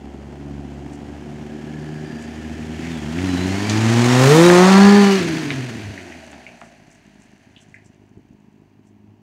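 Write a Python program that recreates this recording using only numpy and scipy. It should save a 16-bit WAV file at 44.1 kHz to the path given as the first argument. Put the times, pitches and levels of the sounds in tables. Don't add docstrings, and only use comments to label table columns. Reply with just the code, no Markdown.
import sys
import numpy as np
from scipy import signal
from scipy.fft import rfft, irfft, next_fast_len
from scipy.io import wavfile
from scipy.ndimage import uniform_filter1d

SR = 44100
rng = np.random.default_rng(int(sys.argv[2]) if len(sys.argv) > 2 else 0)


def bounce(signal):
    frames = np.transpose(np.atleast_2d(signal))
    limited = np.clip(frames, -1, 1)
    pcm = np.round(limited * 32767).astype(np.int16)
    wavfile.write(sys.argv[1], SR, pcm)


N = 406592
TIME = np.arange(N) / SR
PASS_S, NEAR_SPAN_S = 4.5, 0.48


def from_db(db):
    return 10 ** (np.asarray(db) / 20)


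def rms_one(x):
    return x / np.sqrt(np.mean(x ** 2) + 1e-20)


def levelled(x, size=6000):
    return x / np.sqrt(np.abs(uniform_filter1d(uniform_filter1d(x ** 2, size), size)) + 1e-14)


def blend(tone, rough, tone_share):
    share = np.clip(tone_share, 0, 1)
    return np.sqrt(share) * levelled(tone) + np.sqrt(1 - share) * levelled(rough)


def bump(centre_s, span_s):
    return np.exp(-((TIME - centre_s) / span_s) ** 2)


def in_time(curve):
    return np.interp(TIME, *np.transpose(curve))


def at_hz(spectrum, hz):
    known_hz, db = np.transpose(spectrum)
    return np.interp(np.log(hz), np.log(known_hz), db)


def coloured(x, spectrum):
    size = next_fast_len(N + 8192, real=True)
    hz = np.arange(size // 2 + 1) * SR / size + 1
    cepstrum = irfft(np.log(from_db(at_hz(spectrum, hz))), size)
    cepstrum[1:size // 2] *= 2
    cepstrum[size // 2 + 1:] = 0
    return irfft(rfft(x, size) * np.exp(rfft(cepstrum)), size)[:N]


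def band(x, low_hz, high_hz, order=4):
    edges = np.clip([low_hz, high_hz], 10, .45 * SR)
    return signal.sosfilt(signal.butter(order, edges, "band", fs=SR, output="sos"), x + 1e-18)


def resonate(x, modes):
    return sum(from_db(db) * signal.lfilter(*signal.iirpeak(hz, hz / width, fs=SR), x)
               for hz, width, db in modes)


def drift(per_s):
    knots = rng.standard_normal(4000)
    return np.interp(TIME * per_s, np.arange(len(knots)), knots)


def noise():
    return rng.standard_normal(N)


# frequency_hz, gain_db
STREET_SPECTRUM = [(20, -23), (50, -5.5), (120, 6.5), (330, -3), (470, -16), (680, -12.5), (930, -3),
                   (1300, -16), (1700, -23.5), (2800, -15), (3600, -29), (6500, -31), (10000, -40),
                   (15000, -33.5)]

def street(level_db=-62.5):
    return from_db(level_db) * rms_one(coloured(noise(), STREET_SPECTRUM))


# time_s, firing_rate_hz
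FIRING_RATE = [(0, 69.5), (.35, 71.2), (.8, 70.9), (1.7, 75.6), (2, 76.2), (2.75, 78.8), (2.88, 84.4),
               (3.05, 72), (3.24, 94.5), (3.35, 89), (3.5, 94.5), (3.64, 103), (4.2, 128.2), (4.27, 135.8),
               (4.38, 163.8), (4.46, 175.5), (4.56, 177.2), (4.7, 190.8), (4.85, 200.2), (4.98, 203.7),
               (5.17, 192.5), (5.24, 164.5), (5.35, 161.4), (5.75, 111.3), (6.03, 90.5), (6.5, 60.4),
               (6.85, 50.6), (9.22, 52.2)]
# time_s, load_fraction
ENGINE_LOAD = [(0, 0.34), (2.78, 0), (2.88, 0.15), (3.05, 0.53), (3.22, 0.47), (3.8, 0.55), (4.5, 0.68),
               (5.0, 0.72), (5.15, 0.92), (5.21, 0.11)]

def combustion(rate, load, wobble=0.001, burble_cycles=0.091, limp_db=-0.24,
               idle_hz=51, idle_spread_db=5.0, overrun_spread_db=1.0, least_spread_db=0.9):
    overrun = np.exp(-((TIME - 5.75) / 0.57) ** 4)
    cycles = np.cumsum(rate * (1 + wobble * drift(70))) / SR
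    stumbling = cycles + burble_cycles * overrun * drift(60)
    firing = np.round(stumbling).astype(int)
    chance = np.clip(rng.standard_normal(2000), -2, 2)
    spread_db = idle_spread_db * (idle_hz / rate) ** 2.8 + overrun_spread_db * overrun + least_spread_db
    imbalance_db = limp_db * (-1) ** firing
    strength = uniform_filter1d(from_db(spread_db * chance[firing] + imbalance_db), size=100)
    tonal = np.clip(0.16 * (1 - overrun) + 0.79 * load, 0, 1)
    return cycles, stumbling, strength, tonal


# time_s, level_db
EXHAUST_LEVEL = [(0.0, -36), (0.49, -34.5), (0.96, -35), (1.88, -31.5), (2.42, -31), (2.64, -29.5),
                 (3.13, -26), (3.17, -20), (3.56, -19), (4.37, -8.5), (4.68, -9.5), (4.84, -7), (5.04, -10),
                 (5.32, -20), (5.57, -25.5), (6.13, -44), (6.82, -53.5), (7.7, -54.5)]
# time_s, level_db
BARK_LEVEL = [(0, -47), (1, -45), (2.7, -44), (3.1, -40), (3.3, -36.5), (3.7, -32), (4.05, -25),
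              (4.35, -17.5), (4.75, -15.5), (5.1, -25), (5.22, -35.5), (5.8, -45), (6.35, -47.5),
              (6.75, -54), (7, -62), (7.8, -63.5), (8.2, -69.5), (9.22, -69)]
# centre_s, lift_db
SPUTTER_RUNS = [(5.58, 0), (5.87, -2), (6.17, 3), (6.34, 4), (7.2, 3), (7.84, 1), (8.02, 5), (8.18, 10.5),
                (8.32, 8.5), (8.611, 4.5), (8.78, 1), (8.93, 4), (9.09, 5.5)]

def exhaust_gains(rate, load, sputter_span_s=0.029, idle_hz=51):
    lift_db = sum(db * bump(s, sputter_span_s) for s, db in SPUTTER_RUNS)
    exhaust_db = in_time(EXHAUST_LEVEL) + lift_db
    drone_db = exhaust_db - 2 + 2 * load
    putt_db = exhaust_db - 1 - 15 * load ** 2 - 3 * np.log2(rate / idle_hz)
    bark_db = in_time(BARK_LEVEL) + lift_db / 2 - 0.5
    return from_db(drone_db), from_db(putt_db), from_db(bark_db)


# frequency_hz, gain_db
EXHAUST_COMING = [(70, -7.5), (85, -10), (110, -2), (140, -4.5), (175, -12), (230, -7.5), (285, -6),
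                  (340, -9.5), (385, -8), (440, -24.5), (520, -13.5)]
EXHAUST_NEAR = [(135, -2), (175, -5), (197, 1), (240, 0.5), (288, -23), (320, -3), (352, 2), (390, -8),
                (430, -0.5), (500, -4), (560, -13), (605, -30), (740, -10.5), (810, -11)]
EXHAUST_GOING = [(50, -17), (75, -7), (103, -2), (130, -2), (165, -10.5), (205, -4), (240, -11),
                 (280, -3.5), (330, -3.5), (400, -12.5), (600, -29.5)]
# centre_s, span_s, harmonic_number, gain_db
HARMONIC_SWELLS = [(.1, 0.12, 2, -9), (.55, 0.3, 3, 4), (1.852, 0.33, 1, -21), (1.9, 0.28, 2, 7),
                   (2.357, 0.11, 3, -12), (2.7, 0.33, 1, 3), (5.62, .08, 1, 4), (5.753, .15, 2, -2),
                   (5.884, .06, 1, 11), (6.3, .35, 1, -4.5), (6.35, .35, 2, -10), (6.043, 0.088, 4, 8),
                   (4.335, 0.029, 2, 2), (4.603, 0.093, 4, 4.5), (7.0, .35, 1, 11), (5.137, 0.054, 2, 7.5)]

def drone(cycles, strength, rate, near_from_s=4.2, near_until_s=5.17, fade_s=0.15, waver_db=2.5):
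    near = np.clip(np.minimum(TIME - near_from_s, near_until_s - TIME) / fade_s + .5, 0, 1)
    far = 1 - bump(PASS_S, 2 * NEAR_SPAN_S)
    out = 0
    for k in range(1, 5):
        hz = k * rate
        far_db = np.where(TIME < PASS_S, at_hz(EXHAUST_COMING, hz), at_hz(EXHAUST_GOING, hz))
        colour_db = near * at_hz(EXHAUST_NEAR, hz) + (1 - near) * far_db
        swell_db = sum(db * bump(s, span) for s, span, order, db in HARMONIC_SWELLS if round(order) == k)
        gain = from_db(colour_db + swell_db + waver_db * far * drift(9))
        flutter = levelled(strength ** (k / 3))
        lag_rad = 0.31 * (hz / 105) ** 1.5
        out = out + gain * flutter * np.cos(2 * np.pi * k * cycles - lag_rad)
    return band(np.sqrt(2) * out, 42, 2000)


def wall_echo(x, echo_db=-6, span_s=2.2, shortest_m=4.34, nearest_s=4.4, growth_m_per_s=2.65):
    extra_path_m = shortest_m + growth_m_per_s * np.abs(TIME - nearest_s)
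    reflection = np.interp(TIME - extra_path_m / 343, TIME, x)
    gain = from_db(echo_db) * (1 - bump(PASS_S, span_s))
    return (x + gain * reflection) / np.sqrt(1 + gain ** 2)


def pulses(cycles, strength):
    at = np.flatnonzero(np.diff(np.floor(cycles)) > 0)
    late = (np.ceil(cycles[at]) - cycles[at]) / (cycles[at + 1] - cycles[at])
    out = np.zeros(N)
    out[at], out[at + 1] = strength[at] * (1 - late), strength[at] * late
    return out


# pitch_hz, bandwidth_hz, gain_db
SILENCER_MODES = [(119, 43, 0.5), (247, 90, 4), (354, 86, -8.5)]

def putts(firings, cycles, tonal, turbulence=0.67, puff_depth=0.99):
    puffs = noise() * (1 + puff_depth * np.cos(2 * np.pi * cycles))
    puff_share = np.clip(turbulence * (1 - tonal), 0, 1)
    gas = np.sqrt(1 - puff_share) * levelled(firings) + np.sqrt(puff_share) * rms_one(puffs)
    thumps = band(resonate(gas, SILENCER_MODES), 75, 410, order=7)
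    return levelled(street_scatter(thumps))


def street_scatter(x, riding_db=-1, idle_db=-13, decay_s=0.22, size=16000):
    echo_db = np.interp(TIME, [6.3, 7.5], [riding_db, idle_db])
    tail = rng.standard_normal(size) * np.exp(-np.arange(size) / SR / decay_s)
    return x + from_db(echo_db) * signal.fftconvolve(x, tail / np.linalg.norm(tail))[:N]


# frequency_hz, gain_db
NOISE_COMING = [(400, -1), (580, -5), (740, 0.5), (900, -4), (1400, -7.5), (1750, -4.5), (2300, -6.5),
                (3100, -9), (3800, -20), (4700, -20.5), (6800, -20.5), (8500, -29.5), (11000, -32.5),
                (15000, -39)]
NOISE_NEAR = [(400, -2.5), (700, 2), (1000, 8.5), (1300, -3), (1900, 0), (2500, -2.5), (3300, -7.5),
              (4500, -13.5), (6600, -12), (8000, -19.5), (10000, -24), (12500, -28), (15500, -32.5)]
NOISE_GOING = [(400, -1), (490, -8.5), (660, 6), (900, -1), (1300, -13), (1650, -4.5), (2800, -8.5),
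               (3500, -19), (4400, -19.5), (5300, -21.5), (6200, -14), (8300, -27), (10500, -31),
               (15000, -44)]

def rush(cycles, strength, throb=0.024, near_s=4.533, span_s=1.0, grain_db=1.6):
    near = bump(near_s, span_s)
    views = [(NOISE_COMING, (1 - near) * (TIME < near_s)),
             (NOISE_NEAR, near),
             (NOISE_GOING, (1 - near) * (TIME >= near_s))]
    sound = sum(np.sqrt(share) * rms_one(coloured(noise(), spectrum)) for spectrum, share in views)
    beat = 1 + throb * np.cos(2 * np.pi * cycles) * np.sqrt(strength)
    return sound * beat * from_db(grain_db * drift(300))


# frequency_hz, gain_db
BARK_SPECTRUM = [(400, -20.5), (500, -13), (600, -8.5), (760, -2), (1000, 4), (1400, -1), (1750, -16.5),
                 (2400, -18), (4000, -26.5), (8000, -49)]

def bark(firings, rushing, rate, tonal, knee_hz=880, full_rate_hz=170):
    harmonics = band(coloured(firings, BARK_SPECTRUM), 560, 5000)
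    sound = blend(harmonics, band(rushing, 480, 1400), tonal)
    steepness = np.clip(rate / full_rate_hz, .5, 1.2)
    return levelled(band(sound, 230, knee_hz, order=2) + steepness * band(sound, knee_hz, 5100, order=1))


# time_s, level_db
MACHINERY_LEVEL = [(0, -55.5), (1.3, -51), (2.7, -44), (2.88, -39), (3.08, -40.5), (3.25, -34),
                   (3.55, -32.5), (4.3, -21.5), (4.75, -22), (5.15, -25), (5.25, -29.5), (5.9, -41.5),
                   (6.35, -48.5), (6.85, -57.5), (7.6, -60.5), (8.1, -68.5), (9.22, -73.5)]

def machinery(firings, rushing, tonal, snarl=0.42):
    clatter = blend(band(firings, 1350, 1956), band(rushing, 1313, 3950), snarl * tonal ** 3)
    hiss = levelled(band(casing(rushing), 4040, 9000))
    treble = levelled(band(rushing, 9000, 17000))
    behind = np.clip((TIME - PASS_S) / NEAR_SPAN_S, 0, 1)
    hiss_db = -8 + 3.5 * bump(4.56, .9) - 1.5 * behind
    treble_db = -22 + 7 * bump(4.38, 0.24)
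    sound = from_db(-1.16) * clatter + from_db(hiss_db) * hiss + from_db(treble_db) * treble
    return from_db(in_time(MACHINERY_LEVEL)) * sound


# pitch_hz, bandwidth_hz, gain_db
CASING_MODES = [(4540, 730, 0), (5700, 500, -17.5)]

def casing(x, behind_s=4.7, fade_s=0.4):
    exposed = np.clip((TIME - behind_s) / fade_s + .5, 0, 1)
    return x + exposed * resonate(x, CASING_MODES)


# centre_s, span_s, level_db
RUSTLE_SWELLS = [(0.941, .03, -55), (2.227, 0.017, -49), (6.654, .06, -61), (6.937, .04, -61),
                 (7.23, .04, -66), (7.62, .025, -59), (7.75, 0.027, -68), (7.868, .02, -65),
                 (8.873, .025, -70)]

def rustles(grain_db=5):
    envelope = sum(from_db(db) * bump(s, span) for s, span, db in RUSTLE_SWELLS)
    return envelope * rms_one(band(noise(), 5400, 8300, order=2) * from_db(grain_db * drift(200)))


# firing_rate_multiple, centre_s, span_s, level_db, linewidth_hz
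GEAR_TONES = [(22.5, 2.15, .75, -48.5, 220), (62, 2.15, .3, -59, 150), (25, 2.87, .05, -42, 1100),
              (44, 2.95, .08, -50, 130), (44, 3.38, .15, -43.5, 170), (22.1, 3.7, .3, -41, 130),
              (44.5, 3.66, .17, -42.5, 330), (29.5, 4.17, .09, -33.5, 55), (22, 4.44, .11, -32.5, 90),
              (22.1, 4.9, .25, -33, 170), (15, 5.09, .11, -35, 90)]

def gear_whine(cycles):
    out = 0
    for multiple, s, span, db, width in GEAR_TONES:
        phase = 2 * np.pi * multiple * cycles
        tone = drift(width) * np.cos(phase) + drift(width) * np.sin(phase)
        out = out + from_db(db) * bump(s, span) * rms_one(tone)
    return out


# start_s, peak_db, centre_hz, width_octaves
CONTACTS = [(3.187, -19, 2100, 0.7), (3.697, -9, 4600, 1.2), (4.499, -7, 1780, 0.42),
            (5.5047, -7, 2210, 1.36), (5.9768, -25.5, 2130, 0.51), (6.122, -28, 2140, 0.61),
            (6.33, -29, 1500, 2), (6.465, -26.5, 2420, 0.38), (6.615, -26.5, 1210, 1.6),
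            (6.619, -34.5, 696, 0.48), (7.563, -35, 3060, 0.51), (7.7422, -29, 2020, 0.51),
            (7.7446, -35, 1860, 0.35), (7.7606, -46, 2250, 0.4), (7.859, -46, 6500, 0.54)]

def clicks(crack_s=0.0006, tail_db=-19, tail_s=0.033, size=12000):
    out, age = np.zeros(N + size), np.arange(size) / SR
    envelope = np.exp(-age / crack_s) + from_db(tail_db) * np.exp(-age / tail_s)
    for s, db, hz, octaves in CONTACTS:
        start, edge_ratio = round(s * SR), 2 ** (octaves / 2)
        click = band(rng.standard_normal(size) * envelope, hz / edge_ratio, hz * edge_ratio, order=3)
        out[start:start + size] += from_db(db) * click / np.abs(click).max()
    return out[:N]


def slipstream(level_db=-34, centre_s=4.55, span_s=0.067):
    return from_db(level_db) * bump(centre_s, span_s) * rms_one(band(noise(), 130, 650, order=2))


# time_s, pitch_hz
CHAIN_PITCH = [(4.6, 1500), (4.8, 1634), (4.95, 1740), (5.15, 1756)]

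def chain_whine(level_db=-26, centre_s=4.9, span_s=.19, blur_hz=60, jitter_rad=0.45):
    phase = 2 * np.pi * np.cumsum(in_time(CHAIN_PITCH)) / SR
    tone = np.cos(phase + jitter_rad * drift(blur_hz))
    return from_db(level_db) * bump(centre_s, span_s) * rms_one(tone)


def grit(per_s=28, level_db=-57, spread_db=4, decay_s=0.00077, low_hz=5600, high_hz=8200):
    sizes = from_db(spread_db * np.minimum(rng.exponential(1, N), 3))
    impulses = sizes * (rng.random(N) < per_s / SR)
    envelope = signal.lfilter([1], [1, -np.exp(-1 / (decay_s * SR))], impulses + 1e-18)
    ticks = band(noise() * envelope, low_hz, high_hz, order=2) * np.sqrt(SR / (high_hz - low_hz))
    return from_db(level_db) * bump(centre_s=6.0, span_s=1.6) * ticks


def motorcycle():
    rate = in_time(FIRING_RATE)
    load = np.clip(in_time(ENGINE_LOAD), 0, 1)
    cycles, stumbling, strength, tonal = combustion(rate, load)
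    firings, rushing = pulses(stumbling, strength), rush(cycles, strength)
    drone_gain, putt_gain, bark_gain = exhaust_gains(rate, load)
    exhaust = (drone_gain * wall_echo(drone(stumbling, strength, rate))
               + putt_gain * putts(firings, stumbling, tonal)
               + bark_gain * bark(firings, rushing, rate, tonal))
    return exhaust + machinery(firings, rushing, tonal) + gear_whine(cycles) + chain_whine()


def scene():
    return (street() + motorcycle() + slipstream() + clicks() + rustles() + grit())[None]


def record(dry, cutoff_hz=15700):
    rounded = dry / (1 + np.abs(dry) ** 6) ** (1 / 6)
    return signal.sosfilt(signal.ellip(12, .1, 80, cutoff_hz, fs=SR, output="sos"), rounded)


dry = scene()
out = record(dry)
bounce(out)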